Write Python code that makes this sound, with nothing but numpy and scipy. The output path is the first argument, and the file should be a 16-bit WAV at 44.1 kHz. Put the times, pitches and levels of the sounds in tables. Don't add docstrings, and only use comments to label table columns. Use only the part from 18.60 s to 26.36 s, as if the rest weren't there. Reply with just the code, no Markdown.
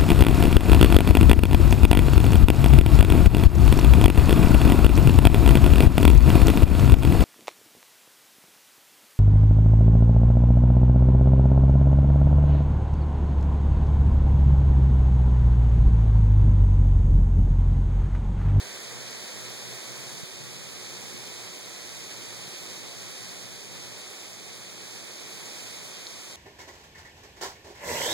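import sys
import numpy as np
from scipy import signal
from scipy.fft import rfft, irfft
from scipy.io import wavfile
from scipy.ndimage import uniform_filter1d

SR = 44100
rng = np.random.default_rng(int(sys.argv[2]) if len(sys.argv) > 2 else 0)


def store_wav(level_fs):
    pcm = np.round(np.clip(np.atleast_2d(level_fs), -1, 1) * 32767)
    wavfile.write(sys.argv[1], SR, pcm.T.astype(np.int16))


N = 342216
TIME, FREQ = np.arange(N) / SR, np.arange(N // 2 + 1) * SR / N
PORT_LAG_S = 16 / SR
TOP_HZ = 15750


def undb(db):
    return 10 ** (np.asarray(db) / 20)


def curve(table, column):
    rows = np.array(table)
    return np.interp(TIME, rows[:, 0], rows[:, column])


def colour(x, table, skirt_db=18):
    hz, *columns = np.transpose(table)
    octave, points = np.log2(FREQ + 1), np.log2(hz)
    outside = np.abs(octave - np.clip(octave, points[0], points[-1]))
    inside_db = np.array([np.interp(octave, points, column) for column in columns])
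    db = inside_db - skirt_db * outside
    return irfft(rfft(x) * undb(db) * np.sqrt(SR / 2), N)


def delay(x, seconds):
    return irfft(rfft(x) * np.exp(-2j * np.pi * FREQ * seconds), N)


def from_right(x, lag_s):
    return np.array([delay(x, lag_s), x])


def walk(rate):
    hold = int(SR / rate)
    steps = np.repeat(rng.standard_normal(N // hold + 1), hold)
    smooth = uniform_filter1d(uniform_filter1d(steps, hold), hold)[:N]
    return smooth / smooth.std()


def impacts(rate, scatter_db):
    hit = rng.random(N) < rate / SR
    size_db = scatter_db * np.minimum(rng.exponential(size=N), 5)
    pulses = hit * undb(size_db) * rng.choice([-1, 1], N)
    return pulses / np.std(pulses)


def patter(near_share, near_rate, scatter_db, flurry_db, flurry_rate, count=6):
    centres = np.log2(TOP_HZ * 3 / 4) - np.arange(count)[::-1]
    share, spectrum = np.clip(near_share, 0, 1), 0
    for member in np.eye(count):
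        band = np.sqrt(np.interp(np.log2(FREQ + 1), centres, member))
        near = np.sqrt(share) * impacts(near_rate, scatter_db)
        far = np.sqrt(1 - share) * rng.standard_normal(N)
        flurries = undb(flurry_db * walk(flurry_rate))
        spectrum = spectrum + band * rfft((near + far) * flurries)
    return irfft(spectrum, N)


TABLE_DB = -3.5
FLURRY_DB, FLURRY_RATE = .8, 32
HISS_FOLLOW = 1.0
# (frequency [Hz], left-port density [dB per Hz], right-port density [dB per Hz])
HISS = [(500, -96.5, -91), (1080, -84, -91), (1500, -86, -89.5), (1750, -86.5, -85), (2585, -81, -81.5),
        (2460, -83.5, -91.5), (3820, -80, -85.5), (7040, -82.5, -87.5), (8050, -87.5, -87),
        (10070, -88, -94), (10730, -90, -106), (16400, -99.5, -103)]


def graupel(count=3):
    left, right, table = (
        patter(near_share=0.29, near_rate=1100, scatter_db=3.0, flurry_db=FLURRY_DB, flurry_rate=FLURRY_RATE)
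        for _ in range(count))
    around = colour(np.array([left, right]), HISS)
    side = from_right(colour(table, HISS)[1], PORT_LAG_S)
    return (around + undb(TABLE_DB) * side) * overall_level(HISS_FOLLOW)


# (time [s], level [dB])
HISS_LEVEL = [(0, -39), (0.8, -38.5), (1.6, -38.5), (1.68, -40.5), (2.05, -40), (2.4, -39), (2.85, -39.5),
              (3.0, -40.5), (3.35, -39.5), (4.15, -39), (4.35, -40), (4.72, -39.5), (4.95, -41.5),
              (5.42, -40.5), (5.55, -41.5), (6.15, -42), (6.3, -40), (6.55, -41), (6.8, -39.5), (7.1, -39),
              (7.3, -40.5), (7.76, -41.5)]


def overall_level(follow, falling_db_per_s=0):
    db = follow * curve(HISS_LEVEL, column=1) - falling_db_per_s * TIME
    return undb(db - db.mean())


# (frequency [Hz], density [dB per Hz])
COVER = [(350, -84), (500, -77), (800, -89.5), (1200, -92.5), (1550, -87), (1950, -85), (2600, -99)]
# (time [s], level [dB])
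FACING_COVER = [(0, 0), (.9, -3.5), (1.6, -7.5), (2.4, -26)]


def cover():
    taps = colour(impacts(rate=4400, scatter_db=2.0), COVER)[0]
    return taps * undb(curve(FACING_COVER, column=1))


def knocks(table, cycles):
    out = np.zeros((2, N))
    for start, hz, db, pan_db in table:
        turns = np.maximum(TIME - start, 0) * hz
        envelope = turns / cycles * np.exp(1 - turns / cycles)
        ring = envelope * np.sin(2 * np.pi * turns)
        out += undb(db + np.array([[pan_db], [-pan_db]]) / 2) * ring
    return out


# (time [s], ring frequency [Hz], envelope peak [dB], left minus right [dB])
TICKS = [(.5093, 9500, -33, 0), (.7657, 4000, -34, 0), (.8492, 9000, -34.5, 0), (.9029, 10000, -36, 0),
         (3.625, 9000, -37, 0), (4.5074, 9600, -37, 0), (7.4686, 4300, -23.9, 0), (7.4723, 4300, -32, 0)]


def ticks():
    return knocks(TICKS, cycles=.6)


# (time [s], ring frequency [Hz], envelope peak averaged over the ports [dB], left minus right [dB])
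BUMPS = [(1.6315, 148, -43, -25), (2.543, 210, -38, 9)]


def bumps():
    return knocks(BUMPS, cycles=0.43)


TREES_FOLLOW = 0.72
FALLING_DB_PER_S = 0.1
# (frequency [Hz], density [dB per Hz])
TREES = [(110.0, -83), (190.0, -77.5), (300.0, -78.5), (360.0, -75.5), (500.0, -80), (750.0, -84.5),
         (1200.0, -94), (2200.0, -100.7)]


def trees(lag_s=0.00015, flutter_db=.5, flutter_rate=9):
    rush = colour(rng.standard_normal(N), TREES)[0] * undb(flutter_db * walk(flutter_rate))
    return from_right(rush * overall_level(TREES_FOLLOW, FALLING_DB_PER_S), lag_s)


ENGINE_DB, ENGINE_ATTACK_S, ENGINE_OFF_S, ENGINE_RELEASE_S = -49, 0.35, 1.98, 0.19
WHINE_HZ, WHINE_DB = 366.5, -64
MAINS_HZ = 60
# (multiple of the mains frequency, rms level [dB])
HUM = [(2, -53.5), (3, -62), (6, -68)]
# (time [s], pitch before wander [Hz])
ENGINE = [(.35, 122), (.75, 117), (1.1, 124), (1.45, 137), (1.75, 146), (2, 140), (2.3, 125)]


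def tone(hz, wander_hz, wander_rate):
    return 2 * np.pi * np.cumsum(hz + wander_hz * walk(wander_rate)) / SR


def machines(gain, waver_db=0.5, wander_hz=1.125, overtone_db=-12, right_port_db=-8):
    hum = sum(np.sin(tone(multiple * MAINS_HZ, wander_hz, 13)) * undb(db + waver_db * walk(13))
              for multiple, db in HUM)
    turn = tone(curve(ENGINE, column=1), wander_hz, 13.1)
    engine = np.sin(turn) + undb(overtone_db) * np.sin(turn * 3 / 2)
    rise, fall = TIME / ENGINE_ATTACK_S, 1 - (TIME - ENGINE_OFF_S) / ENGINE_RELEASE_S
    running = np.clip(np.minimum(rise, fall), 0, 1)
    engine = engine * running * undb(ENGINE_DB + waver_db * walk(9.0))
    drone = np.sqrt(2) * gain * (hum + engine)
    whine = np.sqrt(2) * np.sin(tone(WHINE_HZ, wander_hz, 12.7))
    whine = whine * running * undb(WHINE_DB + waver_db * walk(9.5))
    return np.array([drone, undb(right_port_db) * delay(drone, PORT_LAG_S)]) + whine


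GUST_DB, GUST_RATE = 1.8, 18
AIR_FOLLOW = 0.7
# (frequency [Hz], left-port density [dB per Hz], right-port density [dB per Hz])
RUMBLE = [(30, -99, -98), (45, -89, -84), (62, -87, -87), (100, -87, -80.5), (185, -83, -84),
          (282, -88.5, -98), (370, -79.5, -84), (565, -85, -89.5), (1030, -102, -100)]
# (time [s], level [dB])
LOWS = [(0, -.5), (1.3, -.5), (1.8, 2), (2.2, 0), (2.55, 2), (3.1, -.5), (3.7, 1), (4.3, 1), (4.65, 2.5),
        (5.2, 1), (5.55, -3), (6.3, -2), (7.2, -2), (7.76, -3.5)]


def rumble(split_hz=250):
    air = colour(rng.standard_normal((2, N)), RUMBLE)
    deep = signal.sosfiltfilt(signal.butter(2, split_hz, fs=SR, output="sos"), air)
    heave = undb(curve(LOWS, column=1) + GUST_DB * walk(GUST_RATE))
    return deep * heave + (air - deep) * overall_level(AIR_FOLLOW, FALLING_DB_PER_S)


DIP_DB, DIP_RATE = 3.5, 26


def low_level():
    drop_db = DIP_DB * np.maximum(walk(DIP_RATE), 0) ** 2
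    return undb(curve(LOWS, column=1) - drop_db)


# (frequency [Hz], density [dB per Hz])
TRAFFIC = [(85, -79.5), (115, -72), (150, -74.5), (180, -73), (240, -81.5)]


def traffic(gain):
    road = colour(rng.standard_normal(N), TRAFFIC)[0]
    return from_right(road * gain, PORT_LAG_S)[::-1]


# (centre time [s], half length to 1/e of the depth [s], depth [dB])
LOW_BAND_DIPS = [(.70, .035, 14), (1.22, .045, 14), (2.99, .03, 10), (3.18, .025, 10), (3.50, .02, 8),
                 (3.97, .04, 7), (4.74, .03, 9), (5.56, .04, 13), (7.64, .03, 12)]


def dip_low_band(x, below_hz=190):
    low = signal.sosfiltfilt(signal.butter(4, below_hz, fs=SR, output="sos"), x)
    dips_db = sum(depth_db * np.exp(-((TIME - at) / half) ** 2) for at, half, depth_db in LOW_BAND_DIPS)
    return x - low + low * undb(-dips_db)


def scene():
    weather = graupel() + cover() + trees() + rumble()
    gain = low_level()
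    return dip_low_band(weather + traffic(gain) + machines(gain)) + ticks() + bumps()


CROSS_GAIN = .999
RIGHT_GAIN_DB = .7


def record(dry):
    beams = dry - CROSS_GAIN * delay(dry[::-1], PORT_LAG_S)
    wide = beams * undb([[-RIGHT_GAIN_DB / 2], [RIGHT_GAIN_DB / 2]])
    return signal.sosfilt(signal.ellip(12, .1, 80, TOP_HZ, fs=SR, output="sos"), wide)


dry = scene()
out = record(dry)
store_wav(out)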